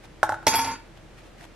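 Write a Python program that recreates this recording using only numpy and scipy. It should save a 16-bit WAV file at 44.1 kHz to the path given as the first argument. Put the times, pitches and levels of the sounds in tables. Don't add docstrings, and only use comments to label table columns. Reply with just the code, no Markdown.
import sys
import numpy as np
from scipy import signal
from scipy.fft import rfft, irfft, next_fast_len
from scipy.io import wavfile
from scipy.ndimage import map_coordinates

SR = 44100
rng = np.random.default_rng(int(sys.argv[2]) if len(sys.argv) > 2 else 0)


def to_wav(sig):
    pcm = np.clip(np.atleast_2d(sig), -1, 1) * 32767
    pcm = np.round(pcm).astype(np.int16)
    wavfile.write(sys.argv[1], SR, pcm.T)


N = 68355

# frequency in Hz, relative level in dB.
AIR_SPECTRUM = [(20, -16), (30, -28), (48, -22), (65, -8.5), (105, -6), (200, -10.5), (271, -14.5),
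                (327, -6.5), (393, -14.5), (570, -14.5), (1050, -21), (2320, -24.5), (4880, -32.5),
                (8500, -37.5), (14100, -46.5)]
# centre in seconds, width in seconds, level in dB, resonance in Hz.
HAND_RUSTLES = [(0.046, 0.0095, -46.5, 765), (0.791, .02, -57, 1340), (0.977, 0.0057, -51.5, 3220),
                (1.193, 0.016, -52, 2360), (1.255, 0.022, -55, 500), (1.402, 0.015, -50.5, 1900),
                (1.439, 0.015, -46, 627)]
# frequency in Hz, relative level in dB.
RUSTLE_SPECTRUM = [(150, -34), (750, 5.5), (1100, -0.5), (2400, -0.5), (5000, -8.5), (12000, -16),
                   (15000, -24)]
# start in seconds, then gains in dB for thud, clack, low ring and crack.
HANDLE_KNOCKS = [(.2301, -2, 1.5, -0.5, 1), (.2924, -10, -7, -5, -8.5), (.3215, -15, -12.5, -6.5, -13),
                 (.3424, -24.5, -14.5, -22, -19.5), (0.4275, -31.5, -28, -34, -28)]
# pitch in Hz, relative level in dB, t60 in seconds.
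THUD_MODES = [(655, -9.5, 0.029), (741, -6, 0.023), (1092, -8.5, 0.029)]
CLACK_MODES = [(1387, -5.5, 0.015), (1467, -6.5, 0.014), (1680, -45, 0.0098)]
BOOM_MODES = [(105, -34.5, 0.18), (326.8, -37, 0.42)]
# frequency in Hz, relative level in dB.
CRACK_SPECTRUM = [(300, 3), (1500, 4), (2400, -7.5), (6500, -4), (10000, -8), (14000, -13.5)]
# time in seconds, level in dB.
CHATTER_LEVELS = [(0.466, -32.5), (.5, -34), (.525, -32), (.55, -30), (0.598, -32.5), (.63, -41.5),
                  (.68, -33.5), (0.726, -40.5), (0.748, -42.5), (0.772, -51.5)]
# start in seconds, then gains in dB for bending, ring, tines, tick and table.
DROP_CONTACTS = [(0.4681, 1.5, -16, 2.5, 0, 1.5), (0.4791, -4.5, 2, -26, -0.5, -2.5),
                 (0.5387, -3, -23, -26, -7, -8), (0.5445, -5.5, -30, -10, -31, -7.5),
                 (0.5536, -5, -29, 5, -18, -23), (0.5852, -10, -18, -11, -13, -16.5),
                 (0.5917, -3.5, -21, -14, -12, -13), (0.6134, -6.5, -9, -18, -18, -19),
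                 (0.6459, -44, -17.5, -30, -13, -12), (0.6725, -4, -13.5, -16, -25, -20),
                 (0.7146, -13, -17.5, -34, -24, -30)]
# frequency in Hz, relative level in dB.
CHATTER_SPECTRUM = [(60, -16), (105, 7.5), (170, -8.5), (260, 1), (600, 1.5), (750, -13), (1000, 3.5),
                    (1400, 5), (1750, -5), (2300, 0), (2850, -10), (3100, -10), (4200, -9), (5800, -34),
                    (7000, -18), (10000, -27), (11500, -42), (14000, -39)]
TICK_SPECTRUM = [(500, -25), (3000, -11), (4300, -2), (5200, -3), (5900, 1), (6500, -7), (7200, -15),
                 (10300, -12), (11300, -24), (14000, -32)]
TABLE_SPECTRUM = [(60, -19), (105, -7), (170, -11), (300, -3.5), (480, -0.5), (720, 0), (860, 9),
                  (1050, -36), (1400, -5.5), (2600, -4.5), (3100, -15.5), (4200, -12), (5600, -11.5),
                  (7000, -13.5), (14000, -21.5)]
# settled pitch in Hz, relative level in dB, free t60 in seconds.
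BENDING_MODES = [(266.5, -36, 0.45), (480.6, -36.5, 0.33), (860, -30, 0.17), (910.5, -17.5, 0.21),
                 (1123, -40, 0.47), (1415, -40, 0.13), (2090, -40.5, 0.32), (2380, -41, 0.42)]
RING_HZ = [3337, 4775, 5403, 6281, 7429, 8796, 10273, 12900]
# relative level in dB, free t60 in seconds,
# lead of the right channel in radians, share driven by the tines from 0 to 1.
RING_MODES = [(-32, .33, 0.9, 0.9), (-29, 0.49, 2.5, 0.2), (-33, 0.2, 0, .2), (-24, 0.29, 4, 0),
              (-31, 0.17, 4, 0.16), (-34, 0.37, 4, 0.76), (-34.5, 0.35, 1.55, 1), (-26.5, 0.2, 3.5, 1)]
# frequency in Hz, t60 in seconds.
ROOM_DECAY = [(100, 0.18), (500, 0.47), (900, 0.37), (1400, .46), (3000, 0.45), (7000, 0.25),
              (14000, 0.067)]
# frequency in Hz, left-right correlation.
DIFFUSE_LIKENESS = [(50, .98), (130, .75), (300, .5), (2500, .5), (6000, .15), (13000, -.4)]
# frequency in Hz, lead of the right channel in radians.
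RIGHT_LEAD = [(450, 0), (2800, .25), (4200, .7), (5800, 1.1), (7000, 2.2), (13000, 2.6)]

REST_S = .742
SIDES = np.array([[-.5], [.5]])


def amp(db):
    return 10 ** (np.asarray(db) / 20)


def unit_rms(x):
    return x / np.sqrt(np.mean(x ** 2) + 1e-20)


def along(points, hz):
    frequencies, values = np.transpose(points)
    return np.interp(np.log(hz + 1), np.log(frequencies + 1), values)


def since(start):
    return np.maximum(np.arange(N) / SR - start, 0)


def decay(start, t60):
    return np.exp(-np.log(1000) * since(start) / t60)


def fade(start, t60, rise=0.000094):
    return (1 - np.exp(-since(start) / rise)) * decay(start, t60)


def wobble(rate):
    return map_coordinates(rng.standard_normal(4096), [np.arange(N) * rate / SR], mode="wrap")


def filtered(x, response):
    size = next_fast_len(N + SR // 2)
    return irfft(rfft(x, size) * response(np.fft.rfftfreq(size, 1 / SR)), size)[..., :N]


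def coloured(x, spectrum):
    return unit_rms(filtered(x, lambda hz: amp(along(spectrum, hz))))


def noise(spectrum):
    return coloured(rng.standard_normal(N), spectrum)


def diffuse(spectrum):
    def mid_side(hz):
        angle = np.arccos(np.clip(along(DIFFUSE_LIKENESS, hz), -1, 1)) / 2
        return np.array([np.cos(angle), np.sin(angle)])
    mid, side = filtered(np.array([noise(spectrum), noise(spectrum)]), mid_side)
    return unit_rms(np.array([mid + side, mid - side]))


def struck(modes, start, rise=0.00064):
    t = since(start)
    return sum(amp(db) * fade(start, t60, rise) * np.sin(2 * np.pi * hz * t) for hz, db, t60 in modes)


def restruck(times, gains, t60, rise, kick):
    energy, phase = np.full(N, 1e-14), np.full(N, rng.uniform(0, 2 * np.pi))
    for start, gain, jolt in zip(times, gains, rng.standard_normal(len(times))):
        fresh = (gain * fade(start, t60, rise)) ** 2
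        energy += fresh
        phase += kick * jolt * np.maximum.accumulate(np.sqrt(fresh / energy))
    return np.sqrt(energy), phase


def room_tone(air_db=-49.5, hum_db=-54, hum_hz=40):
    hum = amp(0.53 * wobble(7.1)) * np.sin(2 * np.pi * hum_hz * since(0) + 0.41 * wobble(5.7))
    return amp(air_db) * diffuse(AIR_SPECTRUM) + amp(hum_db) * unit_rms(hum)


def hand_rustles(peak_db=6, width_octaves=.15, grain_db=2.5):
    out = np.zeros((2, N))
    for centre_s, width_s, db, peak_hz in HAND_RUSTLES:
        def resonance(hz):
            octaves = np.log2((hz + 1) / peak_hz)
            return amp(peak_db * np.exp(-.5 * (octaves / width_octaves) ** 2))
        swell = np.exp(-.5 * ((since(0) - centre_s) / width_s) ** 2)
        level = amp(db + grain_db * wobble(250))
        out += level * swell * unit_rms(filtered(diffuse(RUSTLE_SPECTRUM), resonance))
    return out


def handle_knocks(ring_hz=850.4, ring_delay_s=0.00561):
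    out = np.zeros(N)
    for start, thud_db, clack_db, ring_db, crack_db in HANDLE_KNOCKS:
        out += amp(thud_db) * struck(THUD_MODES, start)
        out += amp(clack_db) * struck(CLACK_MODES, start)
        out += amp(crack_db - 21.5) * fade(start, t60=.032) * noise(CRACK_SPECTRUM)
        out += amp(ring_db / 2) * struck(BOOM_MODES, start, rise=0.0013)
        out += amp(ring_db) * struck([(ring_hz, -7.5, 0.044)], start + ring_delay_s, rise=0.002)
    return signal.lfilter(*signal.butter(1, 150, "high", fs=SR), out)


def chatter(taps_per_s=700):
    times, levels_db = np.transpose(CHATTER_LEVELS)
    envelope = amp(np.interp(since(0), times, levels_db, left=-120, right=-120))
    touches = rng.random(N) < taps_per_s / SR
    taps = touches * rng.choice([-1, 1], N) * amp(rng.standard_normal(N))
    table_response = (fade(0, t60=0.016) * rng.standard_normal(N))[:SR // 10]
    buzz = signal.fftconvolve(taps, table_response)[:N]
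    return envelope * coloured(buzz, CHATTER_SPECTRUM)


def contact_ticks(ping_hz=5870):
    out = np.zeros(N)
    for start, _, _, _, tick_db, table_db in DROP_CONTACTS:
        tick = amp(-14) * fade(start, t60=.017) * noise(TICK_SPECTRUM)
        ping = struck([(ping_hz, -8.5, 0.011)], start)
        out += amp(tick_db) * (tick + ping)
        out += amp(table_db - 12) * fade(start, t60=0.052, rise=0.0011) * noise(TABLE_SPECTRUM)
    return out


def steel_bending(pitch_sag=.045, settle_s=0.057):
    times, bend_db = np.transpose(DROP_CONTACTS)[:2]
    pitch_ratio = 1 - pitch_sag * np.exp(-since(times[0]) / settle_s)
    clock = np.cumsum(pitch_ratio) / SR
    out = np.zeros(N)
    for hz, db, t60 in BENDING_MODES:
        envelope, phase = restruck(times, amp(bend_db), t60, rise=0.0014, kick=0.86)
        level = amp(db + 1.13 * wobble(108.5))
        out += level * envelope * np.sin(2 * np.pi * hz * clock + phase + 0.25 * wobble(120))
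    return out * decay(REST_S, t60=.07)


def steel_ring(jitter_rad=.2, flutter_db=1.5):
    times, _, ring_db, tine_db = np.transpose(DROP_CONTACTS)[:4]
    out = np.zeros((2, N))
    for hz, (db, t60, lead, tine_share) in zip(RING_HZ, RING_MODES):
        drive = np.sqrt((1 - tine_share) * amp(ring_db) ** 2 + tine_share * amp(tine_db) ** 2)
        envelope, phase = restruck(times, drive, t60, rise=0.00087, kick=0.63)
        phase = phase + jitter_rad * wobble(128.5) + lead * SIDES
        level = amp(db + flutter_db * wobble(59.8))
        out += level * envelope * np.sin(2 * np.pi * hz * since(0) + phase)
    return out * decay(REST_S, t60=0.3)


def kitchen_reverb(x, early_db=-10, tail_db=-10):
    bright, length = [(100, -6), (10000, 5.5)], SR // 2
    hz, t, bands = signal.stft(diffuse(bright)[:, :length], SR, nperseg=256)
    bands *= np.exp(-np.log(1000) * t / along(ROOM_DECAY, hz)[:, None])
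    tail = signal.istft(bands, SR, nperseg=256)[1][:, :length]
    early = (diffuse(bright) * fade(0.0018, t60=0.083, rise=0.0025))[:, :length]
    tail *= amp(tail_db) / np.linalg.norm(tail[0])
    early *= amp(early_db) / np.linalg.norm(early[0])
    return signal.fftconvolve(x, early + tail, axes=1)[:, :N]


def scene(right_over_left_db=0.74, ring_send=.35):
    impacts = handle_knocks() + contact_ticks() + steel_bending() + chatter()
    direct = filtered(impacts, lambda hz: np.exp(1j * along(RIGHT_LEAD, hz) * SIDES))
    ring = steel_ring()
    cutlery = direct + ring + kitchen_reverb(direct + ring_send * ring)
    return cutlery * amp(right_over_left_db * SIDES) + room_tone() + hand_rustles()


def record(dry, top_hz=14100):
    return filtered(dry, lambda hz: 1 / (1 + (hz / top_hz) ** 80))


dry = scene()
out = record(dry)
to_wav(out)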